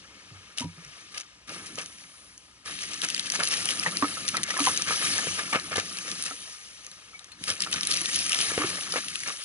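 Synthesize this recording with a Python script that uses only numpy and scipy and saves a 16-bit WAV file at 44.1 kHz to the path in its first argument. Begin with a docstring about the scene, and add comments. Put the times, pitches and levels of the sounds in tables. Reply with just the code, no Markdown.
"""A jug pours water in gulps onto hot embers in a wood, heard close up; leaves, air and a hum stay faint behind.
First the jug glugs low as air enters; from about 0.6 s single drops snap on the ash and a few short
gushes splatter, with more of them from 1.5 s, when water also thuds. From 2.7 to 6.2 s the pour is strong,
with steam hiss (flickering noise), snaps (short ticks) and popping wet pockets (fading tones).
After a quieter second a new gush starts near 7.4 s, swells past 8 s and weakens towards the end."""
import sys
import numpy as np
from scipy import signal
from scipy.io import wavfile
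from scipy.ndimage import uniform_filter1d

SR = 44100
rng = np.random.default_rng(int(sys.argv[2]) if len(sys.argv) > 2 else 0)


def pcm_store(signal):
    """Save signal as 16-bit PCM."""
    levels = np.round(np.clip(np.atleast_2d(signal), -1, 1) * 32767)
    wavfile.write(sys.argv[1], SR, levels.astype(np.int16).T)


N = 416304  # length in samples

# How strong the pour is, between gushes:
# t/s, steam level/dB, steam treble level/dB, water level/dB, low rumble level/dB
POUR = [(0, -56, -67, -57.5, -61), (0.7, -57.5, -59, -59, -65), (0.95, -52.5, -57, -56.5, -62),
        (1.3, -58.5, -72, -63, -68), (1.47, -62.5, -66, -64.5, -68), (1.49, -48.5, -46, -43, -50),
        (1.75, -53, -45.5, -55.5, -55.5), (2.2, -58, -49.5, -61.5, -69), (2.645, -62, -65, -66.5, -67.5),
        (2.66, -45.5, -42.5, -54, -56), (3.2, -42.5, -50, -49.5, -53), (3.65, -39.5, -34, -43, -47),
        (4.15, -43, -36, -46, -48.5), (4.45, -46, -46, -48.5, -50), (4.7, -38.5, -26, -37, -44.5),
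        (4.83, -41, -40, -49, -49), (5.05, -34.5, -29.5, -37, -44), (5.65, -47, -43, -47, -49.5),
        (6.2, -45, -41, -49, -53.5), (6.55, -50.5, -46, -59.5, -69.5), (7.38, -58.5, -63, -60, -66),
        (7.46, -45, -38.5, -51, -53.5), (7.7, -48.5, -43.5, -47, -49.5), (8.2, -36, -34, -45.5, -51),
        (8.5, -37.5, -32, -40, -48.5), (8.9, -42, -38, -46.5, -50.5), (9.44, -46, -40, -55.5, -64.5)]
# Tone colour of hissing steam: f/Hz, level/dB (per Hz)
STEAM_COLOUR = [(1120, -24.5), (1900, -0.5), (2020, -5.5), (3110, 2.5), (3450, -3.5), (3750, 0.5),
                (4900, -4), (6180, 1.5), (7010, -5), (8500, -7), (9310, 2.5), (9810, 5.5), (10600, 1.5),
                (11300, 2.5)]
# Tone colour of splashing water: f/Hz, level/dB (per Hz)
SPLASH_COLOUR = [(260, -35.5), (450, -4.5), (944, -10), (1070, -9.5), (1220, 4), (1510, -7), (1740, 0),
                 (1990, -20.5), (2100, -2.5), (2900, -9.5), (7000, -34)]
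# Tone colour of the low rumble, with jug resonances near 92, 162 and 285 Hz: f/Hz, level/dB (per Hz)
RUMBLE_COLOUR = [(50, -19.5), (78, -15), (92, 3), (108, -7), (140, -10), (162, 0.5), (190, 0), (250, -5.5),
                 (285, -2), (330, -4.5), (460, -15), (700, -60.5)]


def gain_of(db):
    """Turn decibels into a factor for the sound pressure."""
    return 10 ** (np.asarray(db) / 20)


def evened(x):
    """Bring a sound to an rms of 1, so that a level can be set afterwards."""
    return x / np.sqrt(np.mean(x ** 2) + 1e-20)


def read(points, hz):
    """Read a curve at any pitch, in straight lines over log frequency."""
    f, value = np.transpose(points)
    return np.interp(np.log(hz + 1), np.log(f + 1), value)


def add(mix, s, sound):
    """Lay a short sound into the mix at s seconds."""
    part = mix[round(s * SR):][:len(sound)]
    part += sound[:len(part)]


def control(table, column):
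    """Read one column of a time curve at every sample."""
    columns = np.transpose(table)
    return np.interp(np.arange(N) / SR, columns[0], columns[column])


def highpass(x, order, hz):
    """Weaken everything below hz."""
    return signal.sosfilt(signal.butter(order, hz, "high", fs=SR, output="sos"), x)


def colour(x, points):
    """Filter that never rings ahead of the sound; white noise of rms 1 stays near rms 1."""
    hz = abs(np.fft.fftfreq(8192, 1 / SR))
    log_gain = np.log(gain_of(np.maximum(read(points, hz), -100)))
    # the Hilbert transform gives the phase that puts the energy as early as possible
    spectrum = np.exp(np.conj(signal.hilbert(log_gain)))
    taps = np.fft.ifft(spectrum).real[:4096]
    return signal.oaconvolve(x, taps / np.linalg.norm(taps))[:len(x)]


def patchy(patchy_db, flicker_db, span, depth=np.ones(N)):
    """White noise with random patches in time and pitch and a flicker shared by all pitches."""
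    frames = N // 64 + 5  # one frame every 64 samples; span counts frames
    a, b, patches = rng.standard_normal((frames, 129, 3)).T
    patches = uniform_filter1d(patches, 8, 0)  # smooth over pitch
    patches = evened(uniform_filter1d(patches, span, 1))  # smooth over time
    flicker = evened(uniform_filter1d(rng.standard_normal(frames), span))
    level_db = np.resize(depth[::64], frames) * (patchy_db * patches + flicker_db * flicker)
    z = (a + 1j * b) * gain_of(level_db)
    return evened(signal.istft(z, nperseg=256, noverlap=192)[1][:N])


def grains(per_s, spread_db, low_hz, high_hz, turns, count=8):
    """Sparse short wavelets of many pitches that fade over a few turns or less; a few are large."""
    happens = rng.random(N) < per_s / SR
    size = gain_of(spread_db * np.minimum(rng.exponential(1, N), 4)) * happens
    kind = rng.integers(0, count, N)
    out = np.zeros(N)
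    for k, hz in enumerate(np.geomspace(low_hz, high_hz, count)):
        u = np.arange(400) / SR * hz  # time counted in turns of the tone
        wavelet = np.sin(2 * np.pi * u) * np.exp(-u / turns) * (1 - np.exp(-u / 0.71))
        wavelet = wavelet / np.linalg.norm(wavelet) * np.sqrt(hz)
        out += signal.oaconvolve(size * (kind == k), wavelet)[:N]
    return evened(out)


def bubbles(table, rise_s, echo_s, echo_db, slap_db, slap_hz):
    """Ringing air pockets with a soft start, a dull slap of water and one echo off the ground."""
    out, t = np.zeros(N), np.arange(9000) / SR
    slaps = rng.standard_normal((len(table), 9000))
    slaps = evened(signal.lfilter(*signal.butter(2, slap_hz, fs=SR), slaps))
    for (s, db, hz, t60), slap in zip(table, slaps):
        ring = np.sin(2 * np.pi * hz * t) * (1 - np.exp(-t / rise_s))
        ring += slap * gain_of(slap_db - 60 * t / 0.094)  # the slap fades faster than the tone
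        ring *= gain_of(db - 60 * t / t60)
        add(out, s, ring)
        add(out, s + echo_s, gain_of(echo_db) * ring)
    return out


def steam():
    """A fine hiss; sputter and flicker grow with the steam level, and the treble has its own level."""
    level_db = control(POUR, column=1)
    fierce = np.clip((level_db + 61.0) / 16, .1, 1)
    sputter = patchy(4.5, 5.0, span=4)
    hiss = patchy(1.9, 1.63, span=40, depth=fierce) + fierce * gain_of(-5.0) * sputter
    spits = grains(1500, 6.7, 1450, 10500, turns=0.18)
    hiss = colour(hiss + fierce * gain_of(-9.5) * spits, STEAM_COLOUR)
    dull = signal.sosfiltfilt(signal.butter(2, 7500, fs=SR, output="sos"), hiss)
    treble = hiss - dull
    return gain_of(level_db) * evened(dull) + gain_of(control(POUR, column=2)) * evened(treble)


def splash():
    """Water churns in the ash: lumpy noise and small bubbles."""
    lumps = patchy(3.05, 0.22, span=10)
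    small_bubbles = grains(250, 0.75, 488, 2250, turns=3.0)
    churn = colour(lumps + gain_of(-26.0) * small_bubbles, SPLASH_COLOUR)
    return gain_of(control(POUR, column=3)) * evened(churn)


def rumble():
    """A low uneven rumble with resonances of the jug near 92, 162 and 285 Hz."""
    low_noise = colour(patchy(1.2, 2.2, span=24), RUMBLE_COLOUR)
    return gain_of(control(POUR, column=4)) * evened(low_noise)


def gushes():
    """Dense sputter under a quick swell; dull gushes sound deeper with some rumble, others fizz."""
    # Gushes that splatter over the embers: t/s, level/dB, length/s, dullness/0-1
    gush_rows = [(0.57, -35.5, 0.064, 0.21), (1.117, -45, 0.024, 0.2), (1.139, -36, 0.07, 0.29),
                 (1.47, -45.5, 0.034, 0.1), (1.658, -39.5, 0.023, 0), (1.773, -33, 0.06, 0.43),
                 (1.97, -50, 0.064, 0.14), (2.654, -40, 0.064, 0.55), (2.804, -34.5, 0.047, 0.2),
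                 (2.905, -36, 0.061, 0.25), (3.026, -28, 0.035, 0.41), (3.257, -29.5, 0.012, 0.02),
                 (3.335, -27.5, 0.033, 0.31), (3.393, -28.5, 0.043, 0.74), (3.505, -26, 0.057, 0.19),
                 (3.428, -33, 0.06, 0.08), (3.654, -31, 0.02, 0.23), (3.685, -31.5, 0.051, 0.17),
                 (3.861, -33, 0.03, 0.7), (4.279, -24, 0.013, 0), (4.333, -31, 0.049, 0.6),
                 (4.476, -30.5, 0.065, 0.37), (4.588, -34, 0.061, 0), (4.64, -27.5, 0.06, 0.31),
                 (4.862, -25, 0.073, 0.4), (5.371, -31, 0.05, 0.64), (5.524, -24, 0.051, 0.74),
                 (5.709, -31.5, 0.036, 0.72), (5.754, -28, 0.054, 0.42), (6.06, -36.5, 0.068, 0.34),
                 (6.252, -32.5, 0.039, 0.26), (7.473, -25.5, 0.052, 0.25), (7.605, -33.5, 0.039, 0),
                 (7.715, -31, 0.075, 0.19), (7.837, -30, 0.0077, 0), (7.891, -27.5, 0.09, 0.16),
                 (8.12, -28, 0.043, 0.08), (8.389, -27, 0.046, 0.2), (8.582, -32.5, 0.078, 0.9),
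                 (8.96, -30.5, 0.029, 0.67), (9.257, -33.5, 0.063, 0.53)]
    spurts_per_s, spurt_s, between_spurts_db = 200, .003, -1  # a gush spits in short spurts
    boom_db, hiss_db = -14, 0.5  # low rumble and hiss under a gush
    rise = 0.07  # as a share of the length

    deep = evened(colour(patchy(0.38, 2.1, span=3), SPLASH_COLOUR))
    deep += gain_of(boom_db) * evened(colour(rng.standard_normal(N), RUMBLE_COLOUR))
    fizz = evened(colour(grains(6000, 5.8, 1690, 7000, turns=0.58), STEAM_COLOUR))
    fizz = evened(fizz + gain_of(hiss_db) * colour(rng.standard_normal(N), STEAM_COLOUR))

    starts = rng.random(N) * (rng.random(N) < spurts_per_s / SR)
    spurts = evened(signal.lfilter([1], [1, -np.exp(-1 / (spurt_s * SR))], starts))
    spurts += gain_of(between_spurts_db)
    deep, fizz = evened(deep * np.sqrt(spurts)), evened(fizz * spurts)

    out = np.zeros(N)
    for s, db, length, dull in gush_rows:
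        at = round(s * SR) + np.arange(round(2 * length * SR))
        u = np.linspace(0, 2, len(at))  # time counted in lengths
        swell = (1 - np.exp(-u / rise)) / (1 + u ** 6)
        add(out, s, gain_of(db) * swell * (dull * deep[at] + (1 - dull) * fizz[at]))
    return out


def snaps():
    """Drops snap on hot ash: a sharp tick with a short ring, then a small puff of steam."""
    # The loudest snaps: t/s, level/dB (before the filters below), f/Hz (centre)
    loud_rows = [(0.584, -10, 2980), (0.849, -26, 5500), (1.1781, -16, 2900), (1.756, -19, 6730),
                 (1.786, -23, 3020), (1.8603, -19.5, 6500), (2.3785, -27.5, 6440), (3.018, -9, 3650),
                 (3.042, -17, 2490), (3.0874, -10.5, 6040), (3.1021, -9, 2880), (3.146, -6.5, 4750),
                 (3.1645, -10, 3400), (3.179, -11, 2830), (3.1953, -6, 3870), (3.207, -20, 9800),
                 (3.301, -7.5, 4740), (3.321, -8, 6400), (3.3932, -16, 2420), (3.4355, -4.5, 4520),
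                 (3.443, -12.5, 10300), (3.474, -8, 4070), (3.487, -9, 10100), (3.6564, -8, 9400),
                 (3.689, -5, 3060), (3.707, -10, 3000), (3.797, -10, 5100), (3.9705, -5.5, 4380),
                 (4.3692, -4.5, 4100), (4.4329, -7, 9400), (4.4377, -7.5, 6300), (4.576, -13, 9790),
                 (4.595, -8.5, 10300), (4.775, -5.5, 6400), (4.8212, -6.5, 6200), (5.181, -10, 6300),
                 (5.5982, -14.5, 4050), (5.9714, -16, 4250), (5.9865, -14, 2690), (6.116, -11.5, 4060),
                 (6.2247, -11, 10000), (6.2382, -10.5, 9100), (6.847, -27, 6300), (6.8658, -22, 6500),
                 (6.9152, -23, 4070), (7.1934, -23.5, 3870), (7.244, -26, 6300), (7.3195, -23.5, 3700),
                 (7.4393, -8, 11800), (7.4802, -8, 4620), (7.5023, -10, 5550), (7.605, -8, 5340),
                 (7.6224, -7.5, 4870), (7.7144, -15, 10040), (7.728, -10, 3380), (7.8098, -10.5, 5550),
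                 (7.8324, -8, 3600), (7.852, -13, 6530), (7.8718, -6.5, 9900), (7.9146, -3.5, 4450),
                 (7.923, -7, 4400), (7.938, -11, 3500), (7.972, -7, 5840), (8.008, -14, 6040),
                 (8.0157, -7, 9900), (8.0584, -5, 3840), (8.1604, -6.5, 10100), (8.19, -8.5, 5650),
                 (8.2651, -10.5, 9800), (8.295, -6, 9440), (8.3197, -4, 2820), (8.331, -4, 2840),
                 (8.346, -5, 3480), (8.389, -6, 3200), (8.81, -14, 2920), (8.9228, -10.5, 5160),
                 (8.9394, -14, 4610), (8.9595, -20, 2010), (9.084, -12.5, 3020), (9.1564, -8, 2610),
                 (9.204, -16, 6290), (9.235, -14.5, 2160)]
    rows = list(loud_rows) + crackle()
    out, t = np.zeros(N), np.arange(800) / SR
    for s, db, hz in rows:
        noise = rng.standard_normal(len(t))
        tick = np.sin(2 * np.pi * hz * t) + 0.83 * noise
        tick *= gain_of(-60 * t / 0.0048) * (1 - np.exp(-t / 0.00013))
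        puff = noise * gain_of(-15.5) * np.e * t / 0.0033 * np.exp(-t / 0.0017)
        add(out, s, gain_of(db) * (tick + puff))
    return colour(out, STEAM_COLOUR) * 0.37 + highpass(out, 3, 1800) * 0.19


def crackle():
    """Random small snaps that follow the steam level, as rows like those of the loud ones."""
    per_s, over_steam_db, spread_db = 190, 8.5, 3
    simmer_db = -45  # below this steam level the snaps fall two dB for each dB of steam
    when, size, pitch = rng.random((2000, 3)).T
    s = np.cumsum(-np.log(1 - when)) / per_s  # random waits between snaps
    steam_db = np.interp(s, *np.transpose(POUR)[:2])
    db = steam_db + np.minimum(steam_db - simmer_db, 0) + over_steam_db
    db -= spread_db * np.log(np.maximum(size, .05))  # a few are much louder
    hz = 2500 * 4.0 ** pitch
    return [row for row in zip(s, db, hz) if row[0] < N / SR]


def pops():
    """Wet pockets pop: short rings of small air spaces, which have no bass."""
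    # t/s, level/dB, f/Hz
    pop_rows = [(3.408, -26, 1500), (3.86, -23, 880), (3.862, -16, 1875), (4.0241, -11.5, 1135),
                (4.043, -16.5, 1262), (4.171, -28, 1300), (4.345, -23.5, 1320), (4.366, -26, 1940),
                (4.504, -23.5, 1906), (4.54, -26, 1300), (4.565, -25, 1060), (4.567, -26, 1730),
                (4.59, -19, 1240), (4.602, -23, 1180), (4.671, -10, 993), (4.796, -26.5, 1250),
                (4.907, -19.5, 1260), (5.186, -20, 1753), (5.534, -22, 1200), (6.31, -29, 1330),
                (7.132, -42.5, 1285), (7.744, -29, 1490), (8.504, -28, 1220), (8.615, -24, 1160),
                (8.938, -26.5, 1290)]
    rows = [(s, db, hz, .035) for s, db, hz in pop_rows]  # each fades by 60 dB in 0.035 s
    popping = bubbles(rows, rise_s=0.00065, echo_s=0.0077, echo_db=-5.5, slap_db=-8.5, slap_hz=1400)
    return highpass(popping, 2, 500)


def thuds():
    """Slugs of water hit the ash: very short low rings with a strong slap."""
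    # t/s, level/dB, f/Hz
    thud_rows = [(1.783, -30, 576), (3.39, -27, 427), (5.27, -21.5, 444), (5.519, -32, 554),
                 (5.557, -16.5, 368), (5.781, -15, 423), (8.518, -24.5, 450), (8.578, -13.5, 427),
                 (8.939, -23.5, 500), (8.959, -18.5, 483), (9.277, -35, 338)]
    rows = [(s, db, hz, .016) for s, db, hz in thud_rows]  # each fades by 60 dB in 0.016 s
    return bubbles(rows, rise_s=0.0004, echo_s=.004, echo_db=-12, slap_db=-6, slap_hz=1800)


def glugs():
    """The jug gulps air: low rings with a soft start."""
    # t/s, level/dB, f/Hz, time to fade by 60 dB/s
    glug_rows = [(0.311, -37, 103, 0.076), (0.341, -43, 96, 0.26), (0.608, -21.5, 242, 0.045),
                 (0.641, -28, 168, 0.18), (0.645, -27, 287, 0.054), (0.775, -37.5, 171, 0.13),
                 (0.855, -47.5, 146, 0.16), (3.865, -30.5, 170, 0.16), (4.024, -14.5, 289, 0.077),
                 (4.602, -21, 288, 0.1), (5.265, -36.5, 165, 0.18), (6.311, -44.5, 287, 0.13),
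                 (7.409, -32, 198, 0.068), (8.592, -24.5, 304, 0.15), (8.641, -16, 330, 0.088)]
    return bubbles(glug_rows, rise_s=0.0056, echo_s=0.00755, echo_db=-1.5, slap_db=-15.5, slap_hz=404)


def single_tones():
    """Assorted single tones, from one low ring to high pings, some very short, with little slap."""
    # t/s, level/dB, f/Hz, time to fade by 60 dB/s
    tone_rows = [(.615, -34.5, 965, 0.13), (.63, -36, 94, 0.29), (7.14, -44, 2260, 0.091),
                 (7.322, -40, 4200, 0.047), (7.664, -16.5, 1300, 0.012)]
    return bubbles(tone_rows, rise_s=0.0025, echo_s=.0075, echo_db=1.0, slap_db=-21, slap_hz=2500)


def wood():
    """Distant leaves and air as soft coloured noise, with a faint low hum of steady tones."""
    # Tone colour of leaves and air: f/Hz, level/dB (per Hz)
    air_colour = [(15, -28), (25, -17), (60, 16), (250, -5.5), (732, -2), (1050, 6.5), (1220, -12),
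                  (1580, -9), (2910, 1), (6270, -12), (7320, -4), (9940, -21), (11300, -28)]
    # Tones of the hum: f/Hz, level/dB (rms)
    hum_tones = [(60, -75), (118.4, -76)]
    t = np.arange(N) / SR
    hum = sum(np.sqrt(2) * gain_of(db) * np.sin(2 * np.pi * hz * t) for hz, db in hum_tones)
    air = colour(patchy(.8, .4, span=40), air_colour)
    return gain_of(-66) * air + hum


def ports(x):
    """Two close microphone ports hear the scene with unlike level and phase, plus a part of their own."""
    # Left louder than right: f/Hz, level/dB
    left_over_right = [(60, -3), (300, 0), (600, -3.5), (900, 2), (1200, -4.5), (1750, 5), (2000, 3),
                       (2800, 6), (3200, 19), (3550, 8), (4250, 14), (5000, 5), (5600, .5), (6000, 2.5),
                       (7800, -2), (9000, .5)]
    # Left ahead of right: f/Hz, phase/rad
    left_ahead = [(780, 0.2), (1550, -1.3), (2070, -2.2), (3100, -1.1), (3360, -2.5), (3700, -1.7),
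                  (4820, -2.7), (5770, -2.0), (7580, -1.5), (8440, -0.9), (10900, -0.7)]
    # The part that differs at random between the ports: f/Hz, level/dB
    unshared_part = [(30, -8), (100, -8), (300, -15), (650, -1), (1150, -7), (2000, -3), (4000, -3),
                     (6300, -3), (8400, 0), (9400, -6), (11000, -5)]
    hz, _, z = signal.stft(x, SR, nperseg=512)
    # each port takes half of the difference
    left = gain_of(read(left_over_right, hz) / 2) * np.exp(.5j * read(left_ahead, hz))
    pair = np.array([left, 1 / left])[..., None]
    pair /= abs(pair.mean(0))  # the mean of both ports keeps its level
    # random phases make the two channels differ
    unshared = np.exp(2j * np.pi * rng.random((2, len(hz), z.shape[1])))
    unshared *= gain_of(read(unshared_part, hz))[:, None]
    return signal.istft(z * (pair + unshared), SR, nperseg=512)[1][:, :N]


def scene():
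    """Sum the water and fire sounds, take off their deep bass, add the wood and hear it in stereo."""
    fire = steam() + splash() + rumble() + gushes() + snaps()
    fire += pops() + thuds() + glugs() + single_tones()
    fire = highpass(fire, 3, 72)  # the microphone takes up little deep bass from these sounds
    return ports(fire + wood())


def record(dry):
    """The sharpest peaks round off in the input stage; then the treble is cut off."""
    ceiling = .8
    soft = ceiling * np.tanh(dry / ceiling)
    lowpass = signal.firwin(301, 11080, window=("kaiser", 7), fs=SR)  # edge in Hz
    return signal.oaconvolve(soft, lowpass[None], "same")


dry = scene()
out = record(dry)
pcm_store(out)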